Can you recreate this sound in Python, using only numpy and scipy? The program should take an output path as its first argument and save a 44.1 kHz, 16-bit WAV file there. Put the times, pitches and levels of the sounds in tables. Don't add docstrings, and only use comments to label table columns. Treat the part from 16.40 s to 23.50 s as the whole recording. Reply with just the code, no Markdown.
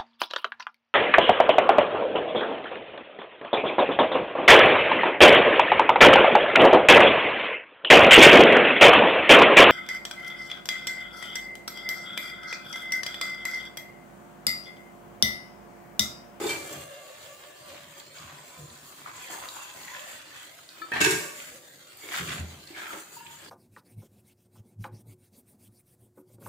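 import sys
import numpy as np
from scipy import signal
from scipy.fft import rfft, irfft, next_fast_len
from scipy.io import wavfile
from scipy.ndimage import uniform_filter1d, map_coordinates

SR = 44100
rng = np.random.default_rng(int(sys.argv[2]) if len(sys.argv) > 2 else 0)


def wrap_up_sound(samples):
    columns = np.atleast_2d(samples).T
    tamed = np.clip(columns, -1, 1)
    steps = np.round(tamed * 32767).astype(np.int16)
    wavfile.write(sys.argv[1], SR, steps)


def voltage_ratio(decibels):
    exponent = np.asarray(decibels, float) / 20
    return 10 ** exponent


N = 312993

# pitch_hz, level_db
SIMMER_COLOUR = [(15, -54), (25, -24), (127, -6.5), (394, -7), (451, -14.5), (575, -4.5), (887, -11),
                 (1740, -8.5), (2280, -8.5), (4610, -9.5), (5500, -17), (6200, -13.5), (7310, -9),
                 (11000, -20), (14800, -17), (16000, -13.5)]
SIMMER_DB = -52.5
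# pitch_hz, level_db
AIR_NOTES = [
    [(549, -7), (566, 2), (605, 2), (708, -4.5), (1135, -4.5), (1168, -3.5), (1642, -10), (1755, -6.5),
     (2105, -10), (2789, -5.5)],
    [(1003, -1), (1022, -1.5)],
    [(505, 7.5), (1130, -18)],
]
# start_s, length_s, level_db
AIR_HUMS = [
    [(-.1, 0.72, -50.5), (.4, 0.98, -54), (1.4, 0.75, -61), (3.5, 0.16, -55.5), (4.75, 0.15, -48.5)],
    [(1.05, 1, -64), (1.85, 0.44, -56), (2.65, 0.96, -53)],
    [(0, 1, -62.5), (2.12, 0.065, -62), (2.75, 0.15, -61.5), (5.08, 0.15, -60.5)],
]
HUM_RISE_S, HUM_FALL_DB_S = 0.073, 62

# start_s, length_s, scrape_db, sizzle_over_scrape_db, depth_db
LID_MOVES = [(-.02, 0.075, -40.5, -2, -1.5), (0.053, 0.055, -38, -0.5, -3.5), (0.146, 0.19, -48, 2.5, -2),
             (0.268, 0.16, -50, 2.5, -3.5), (0.41, 0.51, -54, -3, -5.5), (0.963, 0.11, -53, -10, -3.5),
             (1.203, 0.24, -52.5, -10, -7), (1.548, 0.052, -53.5, -4, 2.5), (1.724, 0.097, -49.5, -3.5, -4),
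             (1.804, 0.2, -53, -8, -1), (1.97, 0.42, -61, 5.5, 8), (2.43, 0.091, -56.5, 5, 2.5),
             (2.495, 0.19, -59, 1, -2)]
# start_s, length_s, scrape_db, sizzle_over_scrape_db, depth_db
FOOD_TURNS = [(2.645, 0.07, -54.5, -6, 4), (2.7, 0.21, -47.5, -1, -5), (2.885, 0.053, -48.5, 7, 10),
              (2.91, 0.29, -48.5, 1.5, 1.5), (3.169, 0.13, -49.5, -2, -3), (3.27, 0.35, -51, 0, 0.5),
              (3.46, 0.37, -52, -18, -20), (3.638, 0.11, -47.5, -1.5, -6), (3.76, 0.24, -56.5, -23, -1.5),
              (3.91, 0.14, -52.5, -2, -6.5), (4.17, 0.027, -64, -6, -3), (4.27, 0.32, -57, -12, 2)]
# start_s, length_s, scrape_db, sizzle_over_scrape_db, depth_db
WALL_SCRAPES = [(4.92, 0.17, -49.5, 2, -20), (5.1, 0.061, -57, 7, -24), (5.56, 0.094, -59, 7, -13),
                (5.6, 0.12, -47, -1.5, -6.5), (5.698, 0.1, -36, -3.5, -7), (5.8, .14, -37, -6, -9.5),
                (5.94, 0.026, -49, -4, 2), (6.0, 0.16, -59, -2, 1), (6.26, .1, -52.5, -16, -4.5),
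                (6.33, 0.1, -44, -6.5, -6.5), (6.42, .17, -46.5, -2, 1.5), (6.705, 0.052, -61.5, 11.5, 3),
                (6.84, 0.2, -55, -1.5, -4), (7, 0.049, -54.5, -3, -1)]
STROKE_RISE_S, RISE_SHARE = 0.015, 0.34
STROKE_FALL_DB_S, DEEP_DB = 155, 1.5
# pitch_hz, level_db
SCRAPE_COLOUR = [(350, -4.5), (620, 3), (771, 8), (1590, 8.5), (1940, 7.5), (3600, -1), (6000, -8),
                 (7800, -19), (13200, -120)]
# pitch_hz, width_hz, level_db
POT_MODES = [(1360, 140, -16), (1900, 48, -3), (3290, 370, -1), (4400, 100, -14)]
# pitch_hz, level_db
SIZZLE_COLOUR = [(2060, -29), (3500, -6), (3660, -30), (4400, -2.5), (5460, -13), (7130, 3.5), (8310, -5),
                 (10600, -8.5), (14900, -9.5), (16000, -5)]
# start_s, length_s, level_db
SLOSHES = [(-.02, 0.024, -39.5), (0.07, 0.14, -45.5), (0.2, 0.19, -50.5), (1.303, 0.041, -55.5),
           (2.18, 0.059, -60), (2.87, 0.084, -52), (3.49, 0.073, -65), (4.387, 0.15, -56.5),
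           (5.612, 0.1, -52.5), (5.777, 0.22, -47.5), (6.004, 0.22, -60.5), (6.3, 0.21, -54),
           (6.51, 0.033, -47.5), (7.003, 0.079, -55)]
SLOSH_RISE_S, SLOSH_FALL_DB_S, BUBBLING_DB = 0.036, 206, -65
# pitch_hz, width_hz, level_db
SAUCE_MODES = [(314, 49, 3.5), (410, 55, 2), (549, 66, 0.5), (725, 23, -3)]
# start_s, length_s, level_db
SHAKES = [(-.02, 0.029, -44), (0.042, 0.35, -50.5), (1.192, 0.32, -61), (1.787, 0.14, -55),
          (2.152, 0.11, -52), (3.3, 0.2, -63), (5.783, 0.044, -39.5), (5.86, 0.13, -43),
          (5.977, 0.068, -37), (6.154, 0.028, -50), (6.735, 0.26, -64), (6.994, 0.077, -55.5)]
SHAKE_RISE_S, SHAKE_FALL_DB_S, FLAME_DB = 0.031, 147, -70.5
# pitch_hz, width_hz, level_db
STOVE_MODES = [(84, 14, -2), (146.8, 11.8, 3.5), (224, 76, -9)]

# start_s, peak_db, pitch_hz, t60_s, left_minus_right_db
TOUCHES = [(0.00407, -34.5, 813, 0.23, 2), (0.0866, -26, 2336, 0.1, 0), (0.15, -36.5, 2336, 0.38, 0),
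           (4.417, -31.5, 1304, 0.26, 9), (4.418, -26, 1740, 0.037, 6), (4.417, -46, 2330, 0.14, 7),
           (4.417, -45, 4470, 0.2, -2), (4.417, -47.5, 3600, 0.25, 0.1), (6.304, -36.5, 330, 0.11, 0),
           (5.9, -37, 2000, 0.2, -3), (2, -49, 148, 0.17, 0), (1.872, -51, 148, 0.16, -5),
           (5.945, -33, 151, 0.27, 0), (6.548, -40, 314, 0.19, 1), (2.9, -39, 318, 0.077, .5),
           (2.19, -41.5, 148, 0.48, 0), (5.803, -32.5, 170, 0.28, -2.5), (5.992, -33, 82.4, 0.45, 1),
           (5.993, -37, 149.5, 0.3, 7)]
# start_s, peak_db, pitch_hz, t60_s, left_minus_right_db
LID_NOTES = [(.02, -42, 3620, 0.26, 3), (.062, -33, 3620, 0.16, 0), (0.036, -22.5, 410, .04, 4),
             (0.056, -21, 435, 0.065, 3), (0.065, -26, 428, .08, -5), (0.09, -34, 3140, .2, 5),
             (0.127, -39, 3140, 0.15, 0), (.106, -25.5, 2336, 0.14, -3), (.04, -35, 813, .15, 4),
             (4.52, -22.5, 1821, 0.12, -7), (4.52, -32, 1607, 0.24, 0), (4.523, -28.5, 2600, 0.13, 3),
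             (4.61, -24, 303, 0.18, -6), (4.612, -21.5, 2587, 0.14, -6), (4.612, -24.5, 2708, 0.15, 6),
             (4.64, -29, 2605, .12, -1), (4.642, -24, 2310, .12, 0), (4.655, -16, 1618, 0.1, -2),
             (4.656, -26, 1507, 0.16, 1), (4.67, -23.5, 380.6, 0.4, 0), (4.716, -24, 1832, 0.069, -2),
             (4.611, -27, 6884, 0.18, 6), (4.612, -29, 6540, 0.16, 4), (4.642, -27, 6930, 0.11, 0),
             (4.642, -33, 8200, 0.097, 0), (4.418, -45, 332, 0.17, -2), (4.535, -35, 947, 0.13, 7),
             (4.745, -33, 382.4, 0.23, -7)]
# start_s, peak_db
SKIPS = [
    (6.766, -34.5),
    (6.806, -35),
    (6.85, -44),
    (6.876, -44),
    (6.903, -42),
    (6.935, -44),
]
SKIP_HZ, SKIP_T60_S = 932, 0.075
WAVER_RAD = 0.36

# start_s, peak_db, low_db, bright_db, left_minus_right_db
LIFT = [
    (0.012, -28.5, 4, -34, 1.0),
    (0.036, -23.5, -2.5, -23, 0.5),
    (0.065, -26, -0.5, -0.5, 0.0),
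    (0.092, -24.5, -18, -2, 1.7),
    (0.107, -30, -32, -3, -1.0),
]
# pitch_hz, width_hz, level_db
RIM_MODES = [(350, 42, 3.5), (435, 45, 0.5), (813, 30, -10.5), (1252, 26, -9), (1670, 21, -13.5),
             (2336, 42, -10), (3240, 32, -21), (3650, 48, -12.5), (4370, 240, -20.5), (6900, 90, -30),
             (7770, 130, -29), (9400, 60, -24)]
# start_s, peak_db, low_db, bright_db, left_minus_right_db
TIP = [
    (4.515, -21, -3, -24, -2.5),
    (4.533, -23.5, -15, -21, 0),
    (4.559, -25, -12, -31, 4),
]
# pitch_hz, width_hz, level_db
EDGE_MODES = [(204, 143, 9), (965, 23, 0), (1600, 120, -0.5), (1870, 140, 4.5), (2330, 85, -1.5),
              (3360, 140, -3), (4200, 110, -10)]
# start_s, peak_db, low_db, bright_db, left_minus_right_db
CLATTER = [
    (4.601, -16, -4.5, -17, 4),
    (4.61, -11.5, -7.5, -13.5, -2),
    (4.639, -10.5, -12, -13.5, -3),
    (4.657, -16, 1.5, -28, -1),
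    (4.674, -27, -1, -18, 0),
    (4.704, -17, -1.5, -5.5, 3),
    (4.719, -20.5, -3, -21, -1),
    (4.754, -30, 4, -25, 3),
]
# pitch_hz, width_hz, level_db
LID_MODES = [(150, 88, -5), (230, 40, 0), (300, 60, -5), (382, 45, 5), (437, 45, 1), (680, 114, -14),
             (932, 40, -10), (1518, 45, -2), (1611, 45, 0), (1660, 50, -6), (1821, 60, -9),
             (1893, 60, -9), (2225, 55, -7), (2351, 55, -7), (2610, 60, -12),
             (3151, 40, -11), (3750, 60, -12), (4740, 45, -12), (5626, 60, -16), (6300, 70, -14),
                  (6884, 45, -7), (7284, 60, -13), (7559, 45, -7), (8310, 60, -16)]
# pitch_hz, level_db
RATTLE_COLOUR = [(29, -59), (50, -29), (138, -10), (258, -0.5), (371, 3.5), (572, -26), (905, -11),
                 (1330, -11), (1620, -6), (5950, -9.5), (7390, -9), (16000, -22.5)]
DAMPING = 1.6
SPOT_DB, RATTLE_GRIT_DB = 2.5, 2.5

# start_s, peak_db, centre_hz, left_minus_right_db
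KNOCKS = [(1.6, -35, 3970, 0), (1.785, -34.5, 4400, 0), (2.3, -36.5, 3680, -2), (2.616, -41, 977, 0),
          (2.66, -30, 1210, -1), (2.845, -35, 2170, -2), (3.252, -39, 1500, -3), (3.433, -37, 3400, 0),
          (2.899, -34, 816, .5), (2.945, -35, 1300, 0), (2.959, -36, 890, 3), (2.98, -35, 1120, 3),
          (3.087, -27.5, 3970, 2), (3.166, -35.5, 953, 2), (3.189, -36, 1110, -2), (3.481, -28, 1950, -1),
          (3.536, -36, 1770, -2), (3.549, -31, 1760, 0), (3.564, -33, 2600, -2), (3.594, -34, 3000, -4),
          (3.668, -42, 620, -3), (4.188, -42, 1380, -7), (4.29, -32, 4100, 0), (4.56, -24.5, 684, -2),
          (5.002, -32, 2600, -4), (5.09, -53, 2100, 2), (5.733, -28, 1860, 1), (5.739, -23, 1900, 0),
          (5.742, -24, 1500, 5), (5.753, -28, 1430, 3), (5.77, -30, 3520, 0), (5.875, -33, 3400, 0),
          (5.888, -25, 2320, 4), (5.893, -27, 4020, 0), (5.927, -30.5, 1400, 0), (5.945, -42, 3400, 0),
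          (5.98, -36, 2170, 7), (5.572, -36, 12200, 3), (6.273, -38.5, 4350, -4), (6.364, -35, 1600, -5),
          (6.432, -33, 1320, 2), (6.467, -30, 1700, 7), (6.491, -33, 1390, 7), (6.506, -30, 1380, 2.5),
          (6.531, -31, 1710, 0), (6.551, -39, 1400, 0), (6.865, -35.5, 2620, -7), (6.869, -37, 3180, 0)]
# start_s, length_s, level_db, from_hz, to_hz
SWEEPS = [(1.778, 0.11, -53, 1200, 1147), (2.191, 0.088, -57, 562, 506), (2.645, 0.0454, -55, 1296, 1000),
          (2.792, .1, -51.5, 2920, 2000), (2.819, .1, -54, 3300, 3210), (2.89, .11, -50, 1200, 845),
          (3.031, 0.23, -55.5, 1196, 943), (3.18, .09, -51, 2750, 2650), (3.362, 0.15, -52, 2150, 1960),
          (3.52, 0.26, -51.5, 1750, 1850), (3.556, .13, -56, 2550, 2750), (3.649, 0.087, -59, 624, 600),
          (3.897, 0.098, -53, 1760, 1900), (3.933, .15, -56, 3400, 3300), (4.031, 0.092, -58, 1950, 2060),
          (4.927, 0.14, -52, 2150, 2034), (5.607, 0.12, -52, 2105, 2370), (6.33, 0.15, -50, 2250, 2250),
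          (6.362, 0.18, -58, 3100, 3170), (6.349, 0.2, -47, 1610, 1283)]
SWEEP_WIDTH_HZ, SWEEP_RISE_S = 300, 0.016

# pitch_hz, side_minus_mid_db
STEREO_WIDTH = [(60, -21), (110, -32), (200, -18.5), (380, -11), (700, -2), (1290, -1), (4400, -1),
                (15000, 0)]
# pitch_hz, t60_s
ROOM_DECAY = [(100, 0.34), (1000, 0.68), (4000, 0.61), (12000, 0.92)]
TOUCH_ROOM_DB = -9
# pitch_hz, left_minus_right_db
MIC_TILT = [(60, -0.5), (200, -0.5), (1290, 0.5), (4400, -1.5), (15000, 2.5)]
LOW_CUT_HZ, TOP_HZ = 54, 15590


def unit(x):
    return x / np.sqrt(np.mean(x ** 2) + 1e-20)


def along(points, hz):
    f, v = np.transpose(points)
    return np.interp(np.log(hz + 1), np.log(f + 1), v)


def wobble(rate, size=N):
    s = np.linspace(0, N / SR, N // 32)
    knots = rng.standard_normal(int(N * rate / SR) + 4)
    coarse = map_coordinates(knots, [s * rate])
    return np.interp(np.arange(size) * (N / SR / size), s, coarse)


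def filtered(x, response):
    m = next_fast_len(x.shape[-1] + SR // 4)
    spectrum = rfft(x, m) * response(np.fft.rfftfreq(m, 1 / SR))
    return irfft(spectrum, m)[..., :x.shape[-1]]


def modes(table, f):
    total = 0
    for k, (hz, width, db) in enumerate(table):
        peak = 1j * f * width / (hz * hz - f * f + 1j * f * width)
        total = total + (-1) ** k * voltage_ratio(db) * peak
    return total


def spread(pair):
    mid = pair[0]
    side = filtered(pair[1], lambda hz: voltage_ratio(along(STEREO_WIDTH, hz)))
    return np.array([mid + side, mid - side])


def rush(response, patchy_db, grit_db, streak_db):
    z = signal.stft(rng.standard_normal((2, N)), nperseg=1024)[2]

    def blurred(across_pitch, across_time):
        grain = rng.standard_normal(z.shape[1:])
        return unit(uniform_filter1d(uniform_filter1d(grain, across_pitch, 0), across_time, 1))

    uneven_db = patchy_db * blurred(12, 5) + streak_db * blurred(2, 14)
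    pair = signal.istft(z * voltage_ratio(uneven_db), nperseg=1024)[1][:, :N]
    pair = pair * voltage_ratio(grit_db * (wobble(300) + 0.82 * wobble(30)))
    pair = filtered(pair, response)
    return spread(pair) / np.sqrt(np.mean(pair[0] ** 2))


def swells(start, length, db, rise, fall_db, rest_db=-120):
    start, length, db, rise = [np.reshape(v, (-1, 1)) for v in (start, length, db, rise)]
    s = np.arange(0, N / SR + 0.002, 0.002)
    since = s - start
    over = np.maximum(since - length, 0)
    onset = np.sin(np.pi / 2 * np.clip(since / rise, 0, 1)) ** 2
    shape = onset * voltage_ratio(db - fall_db * over)
    gain = np.sqrt(np.sum(shape ** 2, 0) + voltage_ratio(rest_db) ** 2)
    return np.interp(np.arange(N) / SR, s, gain)


def add(out, s, db, pan_db, sound):
    spot = out[:, round(s * SR):][:, :sound.shape[1]]
    gain = voltage_ratio(db + np.array([[pan_db / 2], [-pan_db / 2]]))
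    spot += (gain * sound)[:, :spot.shape[1]]


def simmer():
    hiss = rush(lambda f: voltage_ratio(along(SIMMER_COLOUR, f)), patchy_db=2.1, grit_db=1.2, streak_db=3.9)
    swell_db = 1.1 * wobble(7.3)
    return voltage_ratio(SIMMER_DB + swell_db) * hiss


def hollow():
    out, t = 0, np.arange(0, N, 4) / SR
    for hums, air in zip(AIR_HUMS, AIR_NOTES):
        level = swells(*np.transpose(hums), HUM_RISE_S, HUM_FALL_DB_S)[::4]
        for hz, db in air:
            turn = 2 * np.pi * hz * t + 2.1 * wobble(40, len(t))
            apart = 0.63 * wobble(11, len(t))
            flicker_db = 3 * wobble(14, len(t))
            tone = np.sin(turn + np.array([apart, -apart]))
            out = out + level * voltage_ratio(db - 3.5 + flicker_db) * tone
    return signal.resample_poly(out, up=4, down=1, axis=1)[:, :N]


def scrape_and_sizzle():
    start, length, db, wet_db, depth_db = np.transpose(LID_MOVES + FOOD_TURNS + WALL_SCRAPES)
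    rise = STROKE_RISE_S + RISE_SHARE * length

    def stroke(extra_db):
        return swells(start, length, db + extra_db, rise, STROKE_FALL_DB_S)

    slips = voltage_ratio(0.061 * wobble(28))
    scrape = rush(lambda f: voltage_ratio(along(SCRAPE_COLOUR, f) - 2.0) + modes(POT_MODES, f),
                  patchy_db=1.2, grit_db=2.2, streak_db=3.3)
    low = filtered(scrape, lambda f: 1 / (1 + (f / 1500) ** 6))
    deep = stroke(np.clip(depth_db + DEEP_DB, -12, 6))
    scrape = deep * low + stroke(0) * (scrape - low)
    film = rush(lambda f: voltage_ratio(along(SIZZLE_COLOUR, f)), patchy_db=0.5, grit_db=1.4, streak_db=4.5)
    return slips * (scrape + stroke(wet_db) * film)


def slosh():
    level = swells(*np.transpose(SLOSHES), SLOSH_RISE_S, SLOSH_FALL_DB_S, BUBBLING_DB)
    return level * rush(lambda f: modes(SAUCE_MODES, f), patchy_db=1.2, grit_db=1.2, streak_db=2.2)


def shake():
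    level = swells(*np.transpose(SHAKES), SHAKE_RISE_S, SHAKE_FALL_DB_S, FLAME_DB)
    return level * rush(lambda f: modes(STOVE_MODES, f), patchy_db=0.5, grit_db=1.0, streak_db=3.5)


def touches():
    out, t = np.zeros((2, N)), np.arange(SR // 3) / SR
    skips = [(s, db, SKIP_HZ, SKIP_T60_S, 2) for s, db in SKIPS]
    for s, db, hz, t60, pan_db in TOUCHES + LID_NOTES + skips:
        high = min(1, hz / 500)
        drift = map_coordinates(rng.standard_normal(24), [t * 60])
        phase = (rng.uniform(-1.48, 0.71, (2, 1)) + WAVER_RAD * drift) * high
        level = voltage_ratio(-60 * t / t60) * (1 - np.exp(-t / 0.003))
        add(out, s, db, pan_db, np.sin(2 * np.pi * hz * t + phase) * level)
    return out


def lid(contacts, resonances, rattle_db, rise, fall):
    out, t = np.zeros((2, N)), np.arange(SR // 4) / SR
    for s, db, low_db, bright_db, pan_db in contacts:
        shape = (1 - np.exp(-(t / rise) ** 2)) * np.exp(-t / fall)
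        grit = map_coordinates(rng.standard_normal(80), [t * 300])
        blow = rng.standard_normal((2, len(t))) * shape * voltage_ratio(RATTLE_GRIT_DB * grit)
        spot = [(hz, DAMPING * w, level + rng.normal(0, SPOT_DB)) for hz, w, level in resonances]
        tone = [(500, low_db), (900, 0), (3200, 0), (6000, bright_db + 10.5)]

        def metal(f):
            rattle = voltage_ratio(along(RATTLE_COLOUR, f) + rattle_db)
            return voltage_ratio(along(tone, f)) * (modes(spot, f) + rattle)

        ring = filtered(blow, metal)
        add(out, s, db, pan_db, spread(ring / np.abs(ring).max()))
    return out


def knocks():
    out, t = np.zeros((2, N)), np.arange(SR // 20) / SR
    for s, db, hz, pan_db in KNOCKS:
        crack = (t == 0) + 0.23 * rng.standard_normal((2, len(t))) * np.exp(-t / 0.0036)
        crack = filtered(crack, lambda f: modes([(hz, 0.37 * hz, 0)], f) ** 2)
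        add(out, s, db, pan_db, crack / np.abs(crack).max())
    return out


def sweep():
    out = np.zeros((2, N))
    for start, length, db, from_hz, to_hz in SWEEPS:
        t = np.arange(int((length + 0.3) * SR)) / SR
        pitch = from_hz * (to_hz / from_hz) ** np.clip(t / length, 0, 1)
        turn = 2 * np.pi * np.cumsum(pitch) / SR
        knots = rng.standard_normal((4, 400))
        a, b, c, d = [map_coordinates(row, [t * SWEEP_WIDTH_HZ]) for row in knots]
        band = np.array([a, c]) * np.sin(turn) + np.array([b, d]) * np.cos(turn)
        onset = np.sin(np.pi / 2 * np.clip(t / SWEEP_RISE_S, 0, 1)) ** 2
        level = onset * voltage_ratio(-STROKE_FALL_DB_S * np.maximum(t - length, 0))
        add(out, start, db, 0, level * band)
    return out


def kitchen(x):
    hz, t, z = signal.stft(rng.standard_normal((2, SR)), SR, nperseg=256)
    fade = voltage_ratio(-60 * t / along(ROOM_DECAY, hz)[:, None])
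    tail = signal.istft(z * fade, SR, nperseg=256)[1]
    tail = spread(tail / np.linalg.norm(tail[0]))
    late = np.pad(x.mean(0), (300, 0))[None]
    return signal.fftconvolve(late, tail, axes=1)[:, :N]


def scene():
    steady = simmer() + hollow()
    stirring = scrape_and_sizzle() + slosh() + shake()
    rung = touches()
    hits = lid(LIFT, RIM_MODES, rattle_db=-20.5, rise=0.001, fall=0.016)
    hits += lid(TIP, EDGE_MODES, rattle_db=-4.5, rise=0.0022, fall=0.049)
    hits += lid(CLATTER, LID_MODES, rattle_db=-4.5, rise=0.0039, fall=0.013)
    ticks = knocks()
    send = voltage_ratio(0.2) * hits + voltage_ratio(TOUCH_ROOM_DB) * rung + voltage_ratio(-2.0) * ticks
    return steady + stirring + rung + hits + ticks + sweep() + kitchen(send)


def low_pass(x):
    return signal.sosfilt(signal.butter(12, 16350, fs=SR, output="sos"), x)


def record(dry):
    def microphones(hz):
        low_cut = 1 / (1 + (LOW_CUT_HZ / (hz + 1)) ** 4) ** 0.5
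        tilt = voltage_ratio(along(MIC_TILT, hz) * np.array([[0.5], [-0.5]]))
        return (hz < TOP_HZ) * low_cut * tilt

    return low_pass(filtered(dry, microphones))


dry = scene()
out = record(dry)
wrap_up_sound(out)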